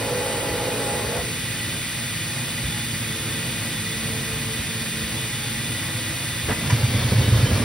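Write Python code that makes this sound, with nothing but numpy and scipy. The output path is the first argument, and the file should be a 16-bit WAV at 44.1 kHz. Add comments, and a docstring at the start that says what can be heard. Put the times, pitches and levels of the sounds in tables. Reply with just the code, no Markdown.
"""A machining center idles in a workshop, heard at its open door. Throughout, pumps hum, purge air
hisses and whistles in the steel cabinet, and the frame gives an occasional dull thud.
For the first second a feed axis drones on its ball screw, then brakes with a groan and a rasp.
From about 6.5 s two clacks sound and the head travels sideways: its sliding covers rumble and
thump, more contacts knock, and resonances sweep through the hiss."""
import sys
import numpy as np
from scipy import signal
from scipy.fft import rfft, irfft
from scipy.io import wavfile
from scipy.ndimage import uniform_filter1d

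SR = 44100
rng = np.random.default_rng(int(sys.argv[2]) if len(sys.argv) > 2 else 0)


def master(y):
    """Save y as 16-bit WAV."""
    cut = np.clip(np.atleast_2d(y).T, -1, 1)
    pcm = np.round(cut * 32767)  # scale
    wavfile.write(sys.argv[1], SR, pcm.astype(np.int16))


N = 336924
T = np.arange(N) / SR
FRAME = 2048  # noise is shaped on a grid of frequencies HZ by times FRAME_T
HZ = np.fft.rfftfreq(FRAME, 1 / SR)[:, None]
FRAME_T = np.arange(-(-N // (FRAME // 2)) + 1) * FRAME / 2 / SR

# resonances of the steel cabinet: pitch_hz, width_hz, lift_db
CABINET = [(1200, 70, 3.5), (1413, 89, 4.2), (1808, 45, 6.8), (1968, 62, 11.8), (2440, 66, 7.2),
           (2515, 36, 7), (2762, 45, 5), (2880, 70, 3.6), (2984, 40, 9.4), (3120, 40, 2), (3215, 35, 4),
           (3322, 35, 3), (3735, 70, 3.3), (3880, 45, 2.5), (3955, 35, 3.6), (4390, 35, 3), (4542, 40, 5.8),
           (4660, 30, 3), (4770, 46, 3), (4915, 50, 4), (5886, 162, 6.0), (6381, 86, 4.4), (6837, 121, 6.1),
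           (7065, 33, 7.0), (7224, 73, 5.7), (7729, 156, 8.1), (8130, 149, 6.6), (8557, 64, 8.1),
           (8991, 69, 7.5), (9671, 71, 6.2), (10151, 82, 5.3), (10391, 52, 5.6), (11920, 170, 6.6),
           (12612, 58, 6.0), (12819, 122, 8.0), (13001, 101, 7.3), (14003, 170, 9.7), (14317, 60, 7.2),
           (15311, 86, 9.5)]
# the head's path across the cabinet: time_s, share_of_way (0-1)
TRAVEL = [(6.45, 0), (6.8, .5), (7.64, 1)]
# stereo image: pitch_hz, likeness (0-1), left_lead_rad, left_over_right_db
STEREO = [(110, 1, 0, -.9), (250, .96, 0, -2.8), (450, .85, 0, -1.3), (680, .6, .1, -.7),
          (1100, .75, 0, -.3), (1450, .985, 0, -.2), (2050, .99, 0, -.2), (2450, .8, .3, -.7),
          (2850, .5, 1.1, -1), (3500, .72, .4, -.5), (4700, .65, .55, -.3), (5500, .88, .15, 0),
          (6100, .7, 1.7, 0), (6450, .85, 2.85, 0), (6950, 1, 3.14, 0), (7550, 1, 3.14, 0),
          (8100, .88, 3.6, 0), (9200, .7, 5.2, 0), (9750, .99, 6.28, 0), (11600, .97, 6.28, 0),
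          (12000, .65, 8, 0), (12500, .87, 9.2, 0), (13150, 1, 9.42, 0), (14300, .98, 9.42, 0),
          (15050, .5, 10, 0), (15750, .85, 12.5, 0)]


def feed_axis(drone_db=-40, brake_s=1.02, sag_per_s=0.6, fade_db_per_s=110.5, stop_s=1.2):
    """Servo and ball screw drone over rolling noise, then run down, groan and rasp to a stop."""
    # overtones of the drive: harmonic, level_db
    harmonics = [(1, -22), (2, -27), (3, -12), (4, -5.5), (5, -4), (6, -6), (7, -5), (8, -2.5), (9, 3.5),
                 (10, -1.5), (11, -15), (12, -20), (13, -14), (14, -18), (15, -0.5), (16, -8.5), (17, -12),
                 (18, -10.5), (19, -16), (20, -14)]
    # balls rolling in the screw and guides: pitch_hz, level_db_per_hz
    rolling_colour = [(60, -89), (180, -71), (300, -69), (360, -65), (420, -56.5), (500, -57), (600, -61),
                      (690, -59), (780, -78), (840, -60), (950, -69), (1500, -69), (2500, -101)]
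    # decay of the rolling once the balls stop: pitch_hz, fade_db_per_s
    rolling_fade = [(480, 75), (650, 260)]
    # the slide's last rasp: pitch_hz, level_db_per_hz
    rasp_colour = [(450, -77), (720, -52), (800, -77), (880, -65), (1150, -70), (1400, -84), (2500, -97)]
    drive_hz, groan_hz, smear_turns = 54.95, 473, .115
    braking_s = np.maximum(T - brake_s, 0)
    speed = np.maximum(1 - sag_per_s * braking_s, 0)
    turns = drive_hz * np.cumsum(speed) / SR + .008 * wander(6)
    drone = sum(tone(k * drive_hz, k * turns + smear_turns * wander(15),
                     db + drone_db + 2.5 * wander(6.5)) for k, db in harmonics)
    groan = tone(groan_hz, groan_hz * T + smear_turns * wander(15), db=-31.5)
    groan *= bell(T, centre_s=1.113, width_s=.042)
    rasp_gate = np.exp(-((T - 1.19) / .036) ** 4)
    chatter = 1 + .46 * np.sin(2 * np.pi * turns)
    rasp = noise(colour(rasp_colour)) * rasp_gate * chatter
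    rolling = noise(colour(rolling_colour) - colour(rolling_fade) * np.maximum(FRAME_T - stop_s, 0))
    return drone * amp(-fade_db_per_s * braking_s) + rolling + groan + rasp


def traverse(start_s=6.445, speed_up_s=.24, level_db=1.5, judder_db=1.5, growl_s=7.05):
    """The covers scrape and judder, louder as the head gathers speed, and a growl builds."""
    # rumble of the slide and its covers: pitch_hz, level_db_per_hz
    slide_colour = [(25, -78), (50, -64), (80, -45), (115, -40.5), (170, -58.5), (250, -52), (320, -58.5),
                    (500, -58), (720, -68), (850, -68), (1100, -68.5), (2400, -74.5), (4800, -74),
                    (9000, -89)]
    speed = 1 - np.exp(-np.maximum(T - start_s, 0) / speed_up_s)
    late = np.clip(FRAME_T - growl_s, 0, 1)
    growl_db = humps([(330, 420, 5)]) * (2 * late - 1)  # the low mids start scooped and fill in
    return noise(colour(slide_colour) + growl_db) * speed * amp(level_db + judder_db * wander(13))


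def cover_thumps():
    """The sheet metal of the sliding covers booms as they are shoved along."""
    # shoves: start_s, level_db, hardness_db_per_octave
    thumps = [(6.72, -5, -1), (6.827, -8, -10), (6.94, -13.5, 18), (7.038, -14, -3), (7.114, -10.5, 12),
              (7.146, -15, 6), (7.174, -9, 9), (7.203, -11, -2), (7.268, -11.5, 20.5), (7.316, -6, 7.5),
              (7.352, -16, 6), (7.424, -9, 1), (7.468, -19, 10), (7.503, -15, 1), (7.59, -28, 35)]
    # modes of the cover sheet: pitch_hz, level_db, t60_s
    sheet_modes = [(116.6, 2, 0.1), (150.7, -10.5, 0.033), (211, -23.5, 0.1), (273, -38, 0.048)]
    return booms(thumps, sheet_modes, level_db=-2, push_s=.015)


def clacks(rise_s=.0015, fall_s=.015, ring_rise_s=.0088):
    """As the slide takes up load, contacts rattle the cabinet, knock the frame and ring the steel."""
    # contacts: start_s, rattle_db, knock_db, ring_db, tick_db
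    contacts = [(6.481, -6, -5, -44, -20), (6.487, 0, -3, -40, -17), (6.494, -6, 3, -45, -22),
                (6.506, -2, -2, -44, -17), (6.514, -2, -1, -40, -17), (6.528, -9, -12, -43, -22),
                (6.698, -4, -18, -22, -4), (6.706, -8, -18, -45, -9), (6.722, -8, -11, -42, -16),
                (7.12, -16, -3, -45, -25), (7.278, -13, -3, -45, -25), (7.335, -10, -4.5, -42, -22),
                (7.463, -12, -10, -30, -14), (7.515, -9, -2, -40, -20)]
    # midrange rattle: pitch_hz, level_db_per_hz
    rattle_colour = [(300, -74), (700, -54), (1000, -63), (1400, -59.5), (2000, -57.5), (2350, -67),
                     (2800, -63.5), (4000, -76), (9000, -90)]
    # low knock: pitch_hz, level_db_per_hz
    knock_colour = [(30, -61), (90, -39), (160, -47), (260, -47), (340, -62), (440, -44), (530, -60),
                    (740, -59), (1050, -65), (2500, -95)]
    # bright tick: pitch_hz, level_db_per_hz
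    tick_colour = [(1500, -85), (3000, -64), (4200, -74), (5600, -58), (6500, -62), (12000, -82)]
    # modes of the struck steel: pitch_hz, level_db, t60_s
    steel_modes = [(991, 0, .055), (1390, -10, .06), (1760, -6, .05), (2310, -8, .18), (2960, -13, .15),
                   (5600, -16, .06)]
    power, ring = np.zeros((3, N)), np.zeros(N)
    t = np.arange(SR // 4) / SR
    burst = np.minimum(t / rise_s, 1) * np.exp(-np.maximum(t - rise_s, 0) / fall_s)
    ringing_s = np.maximum(t - ring_rise_s, 0)
    for start_s, rattle_db, knock_db, ring_db, tick_db in contacts:
        steel = sum(amp(ring_db + db - 60 * ringing_s / t60)
                    * np.sin(2 * np.pi * (hz * t + rng.random())) for hz, db, t60 in steel_modes)
        add_at(ring, start_s, steel * np.minimum(t / ring_rise_s, 1))
        add_at(power, start_s, np.outer(amp([rattle_db, knock_db, tick_db]), burst) ** 2)
    rattle_env, knock_env, tick_env = np.sqrt(power)
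    rattle = rattle_env * noise(colour(rattle_colour) + .95 * humps(CABINET))
    knock = knock_env * noise(colour(knock_colour))
    tick = tick_env * noise(colour(tick_colour))
    return rattle + knock + tick + ring


def pumps(pump_hz=221.2, held_hz=446.8, beat_hz=1.083, in_step_s=3.97, second_motor_db=-11):
    """Motor tones waver and beat over a slowly growing rumble of fans and oil."""
    # steady tones of the pump and fan motors: pitch_hz, level_db
    motor_tones = [(55.1, -50), (95.1, -43.5), (110.4, -43.5), (118.4, -43), (173.7, -44), (236.8, -48.5),
                   (258.4, -49.5), (279.9, -64.5), (323.2, -48), (332.6, -55), (362, -57.5), (511.4, -54.5),
                   (559.9, -60.5), (666.1, -60), (835, -55.5)]
    # the pump's tone as its load builds and eases: time_s, level_db
    pump_load = [(0, -49), (2.4, -45.5), (2.85, -42), (4.8, -40), (5.6, -39), (6.1, -53), (7.64, -37)]
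    # the pump's octave: time_s, level_db
    octave_levels = [(1.5, -55), (2, -50.5), (2.3, -60), (2.72, -62), (2.87, -47.5), (3.4, -45), (3.7, -57),
                     (3.95, -50), (4.6, -49.5), (5.2, -47.5), (5.5, -55), (5.68, -47.5), (5.85, -61)]
    # a motor tone just above that octave swells, holds and fades: time_s, level_db
    held_levels = [(3.7, -70), (3.92, -46), (4.25, -43.5), (4.52, -43), (4.62, -52), (5.2, -54), (5.5, -70)]
    # fans and flowing oil: pitch_hz, level_db_per_hz
    rumble_colour = [(25, -88), (40, -84), (55, -50), (80, -75), (105, -54.5), (150, -54), (190, -71),
                     (225, -59), (300, -67.5), (410, -74), (520, -70), (750, -76.5), (1100, -74),
                     (1500, -87)]
    fluttered_s = T + .00013 * wander(24)
    hum = sum(tone(hz, hz * fluttered_s + .1 * wander(3), db - 1 + 2 * (1 + hz / 1000) * wander(4.4))
              for hz, db in motor_tones)
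    turns = pump_hz * fluttered_s + .038 * wander(1.7)
    # a second motor runs slightly slower and beats with the pump
    beat = 1 + amp(second_motor_db) * np.exp(-2j * np.pi * beat_hz * (T - in_step_s))
    pump = abs(beat) * tone(pump_hz, turns + np.angle(beat) / (2 * np.pi), curve(pump_load))
    octave = tone(2 * pump_hz, 2 * turns, curve(octave_levels) + 1.2 * wander(2.7))
    held = tone(held_hz, held_hz * fluttered_s, curve(held_levels))
    flow_db = -.5 + .4 * T + 1.1 * wander(5.9)
    return hum + pump + octave + held + noise(colour(rumble_colour)) * amp(flow_db)


def purge_air(detune=.03, sweep_width_hz=105, sizzle_hz=8400, sizzle_width_hz=2000):
    """Air hisses through the cabinet's resonances, which dissolve into sweeps as the head moves."""
    # hiss between the resonances: pitch_hz, level_db_per_hz
    hiss_colour = [(300, -100), (1250, -75.1), (1600, -69.3), (2300, -67.0), (3100, -69.5), (3900, -69.4),
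                   (4800, -72), (5600, -75.8), (7400, -75.1), (8300, -70.6), (10000, -73.0), (11500, -77.9),
                   (13500, -80.0), (15700, -78.1)]
    # dips where echoes in the cabinet cancel: pitch_hz, width_hz, lift_db
    dips = [(1720, 35, -2.5), (1890, 45, -2.5), (2080, 40, -2), (2350, 50, -3), (2660, 80, -2.5),
            (2818, 40, -4), (3040, 40, -6), (3270, 40, -3), (3378, 42, -8), (4000, 35, -3), (4230, 120, -1),
            (5680, 130, -2.5)]
    # resonances as the head passes the walls: centre_s, half_length_s, pitch_hz, glide_hz_per_s, lift_db
    sweeps = [(6.59, .04, 1980, 0, 4), (6.87, .12, 2330, -450, 7), (6.86, .12, 2860, 300, 4),
              (6.92, .17, 3240, 200, 6), (6.92, .2, 4690, 200, 7.5), (7.01, .07, 1930, -1500, 8),
              (7.12, .12, 4480, -400, 6), (7.19, .08, 2280, -900, 7.5), (7.19, .06, 1920, 1200, 5.5),
              (7.26, .11, 3790, -700, 9.5), (7.39, .07, 3610, 200, 12), (7.43, .06, 4690, -600, 8.5),
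              (7.52, .09, 2380, -700, 5)]
    # brief swells of the sizzle: centre_s, lift_db
    swells = [(.31, 3.5), (.9, 4)]
    way = curve(TRAVEL, FRAME_T)
    cabinet_db = humps(CABINET + dips, 1 + detune * way)
    blurred_db = uniform_filter1d(cabinet_db, size=31, axis=0)
    cabinet_db += np.minimum(2 * way, 1) * (blurred_db - cabinet_db)  # fully blurred by halfway
    sweep_db = sum(bell(FRAME_T, s, half) * humps([(hz + glide * (FRAME_T - s), sweep_width_hz, db)])
                   for s, half, hz, glide, db in sweeps)
    swell_db = sum(db * bell(FRAME_T, s, width_s=.11) for s, db in swells)
    sizzle_band = 1 / (1 + (2 * (HZ - sizzle_hz) / sizzle_width_hz) ** 4)
    sizzle_db = (swell_db - 3 * way) * sizzle_band
    return noise(colour(hiss_colour) + cabinet_db + sweep_db + sizzle_db + wall_echoes(way) + .8 * way)


def wall_echoes(way, count=40, nearest_s=.003, spread_s=.011, detour_s=.0014):
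    """Wall echoes comb the hiss (in dB); as the head moves, their paths lengthen and the comb deepens."""
    steps = np.linspace(0, 1, num=50)
    combs = sum(np.cos(2 * np.pi * (HZ * (nearest_s + spread_s * place + detour_s * change * steps) + p))
                for place, change, p in rng.random((count, 3)))
    step_now = np.round(way * (len(steps) - 1)).astype(int)
    depth_db = 1.6 + 2.4 * np.sqrt(way)
    trim_db = np.log(10) / 20 * depth_db ** 2  # keeps the power steady
    return depth_db * np.sqrt(2 / count) * combs[:, step_now] - trim_db


def whistle(lower_fade_db=-22, surge_db=1.2):
    """Air surges through the spindle's gap on two narrow tones; the lower fades as the head leaves."""
    # the two tones: pitch_hz, width_hz, level_db_per_hz
    gap_tones = [(3464, 44, -58.4), (3563, 50, -59)]
    # rise and fall of the whistle: time_s, level_db
    levels = [(0, -6), (1.15, -5), (1.5, -1.5), (2.4, -2.5), (2.85, 0), (3.5, 0.5), (3.7, -1.5), (6.4, 0.5),
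              (6.62, 0), (6.95, 4.5), (7.26, 3), (7.35, -4), (7.64, -14)]
    lower, upper = (amp(db) / (1 + (2 * (HZ - hz) / width) ** 2) for hz, width, db in gap_tones)
    tones = lower * amp(lower_fade_db * curve(TRAVEL, FRAME_T)) + upper
    return noise(20 * np.log10(tones)) * amp(curve(levels) + surge_db * wander(20))


def frame_thuds():
    """The machine frame thuds dully on two low modes."""
    # thuds: start_s, level_db
    thuds = [(.49, -28), (.918, -31), (1.046, -30), (1.169, -27.5), (2.627, -23.5), (4.315, -32),
             (4.575, -30), (5.02, -30), (6.432, -25.5), (7.015, -25), (7.295, -24), (7.494, -25)]
    # modes of the frame: pitch_hz, level_db, t60_s
    frame_modes = [(65, 4.5, 0.22), (75, 3.5, 0.14)]
    return booms([(s, db, 0) for s, db in thuds], frame_modes, level_db=-5, push_s=.033)


def booms(shoves, modes, level_db, push_s):
    """Each shove builds over a cycle or two and sets the modes booming; harder ones are brighter."""
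    out = np.zeros(N)
    t = np.arange(SR // 3) / SR
    swell = np.sin(np.pi / 2 * np.minimum(t / push_s, 1)) ** 2
    ringing_s = np.maximum(t - push_s, 0)
    for start_s, shove_db, hardness in shoves:
        ring = sum(amp(db + hardness * np.log2(hz / modes[0][0]) - 60 * ringing_s / t60)
                   * np.sin(2 * np.pi * hz * rng.uniform(1, 1.04) * t) for hz, db, t60 in modes)
        add_at(out, start_s, amp(shove_db + level_db) * swell * ring)
    return out * amp([[-.5], [.5]])  # slightly to the right


def noise(db):
    """Noise with the given dB per Hz, spread across the stereo image."""
    left, other = signal.stft(rng.standard_normal((2, N)), nperseg=FRAME)[2]
    likeness = np.clip(colour(STEREO), 0, 1)
    lag = np.exp(-1j * colour(STEREO, column=2))
    right = (likeness * left + np.sqrt(1 - likeness ** 2) * other) * lag
    lean = amp(colour(STEREO, column=3) / 2)
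    spectra = np.array([left * lean, right / lean]) * amp(db) * np.sqrt(SR / 2)
    return signal.istft(spectra, nperseg=FRAME)[1][:, :N]


def tone(hz, turns, db):
    """A sine with its phase in turns and rms level in dB, panned by its pitch."""
    lean = amp(colour(STEREO, hz, column=3) / 2)
    sine = np.sqrt(2) * amp(db) * np.sin(2 * np.pi * (turns + rng.random()))
    return np.array([sine * lean, sine / lean])


def humps(resonances, tuning=1):
    """Lift in dB of a set of resonances, all detuned by one factor."""
    return sum(db / (1 + (2 * (HZ - hz * tuning) / width) ** 2) for hz, width, db in resonances)


def colour(points, hz=HZ, column=1):
    """A column of a spectrum table, read on a log-frequency axis."""
    table = np.transpose(points)
    return np.interp(np.log(hz + 1), np.log(table[0] + 1), table[column])


def curve(points, t=T):
    """Straight lines through the points of a time table."""
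    return np.interp(t, *np.transpose(points))


def wander(rate_hz):
    """Slow random drift of unit size."""
    low_pass = np.exp(-(np.fft.rfftfreq(N, 1 / SR) / rate_hz) ** 2)
    drift = irfft(rfft(rng.standard_normal(N)) * low_pass, N)
    return drift / drift.std()


def bell(t, centre_s, width_s):
    """A smooth swell of height 1."""
    return np.exp(-((t - centre_s) / width_s) ** 2)


def amp(db):
    """Decibels to gain."""
    return 10 ** (np.asarray(db) / 20)


def add_at(track, start_s, sound):
    """Mix a short sound into a track."""
    start = round(start_s * SR)
    track[..., start:start + sound.shape[-1]] += sound[..., :N - start]


def scene():
    """The idling machine, with its moves and knocks on top."""
    idle = purge_air() + whistle() + pumps()
    return idle + feed_axis() + traverse() + cover_thumps() + frame_thuds() + clacks()


def record(dry, low_cut_hz=36, high_cut_hz=15760):
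    """A gentle low cut and a steep high cut."""
    thinned = signal.sosfilt(signal.butter(2, low_cut_hz, "highpass", fs=SR, output="sos"), dry)
    low_pass = signal.firwin(1023, high_cut_hz, window=("kaiser", 9), fs=SR)
    return signal.oaconvolve(thinned, low_pass[None], "same", axes=1)


dry = scene()
out = record(dry)
master(out)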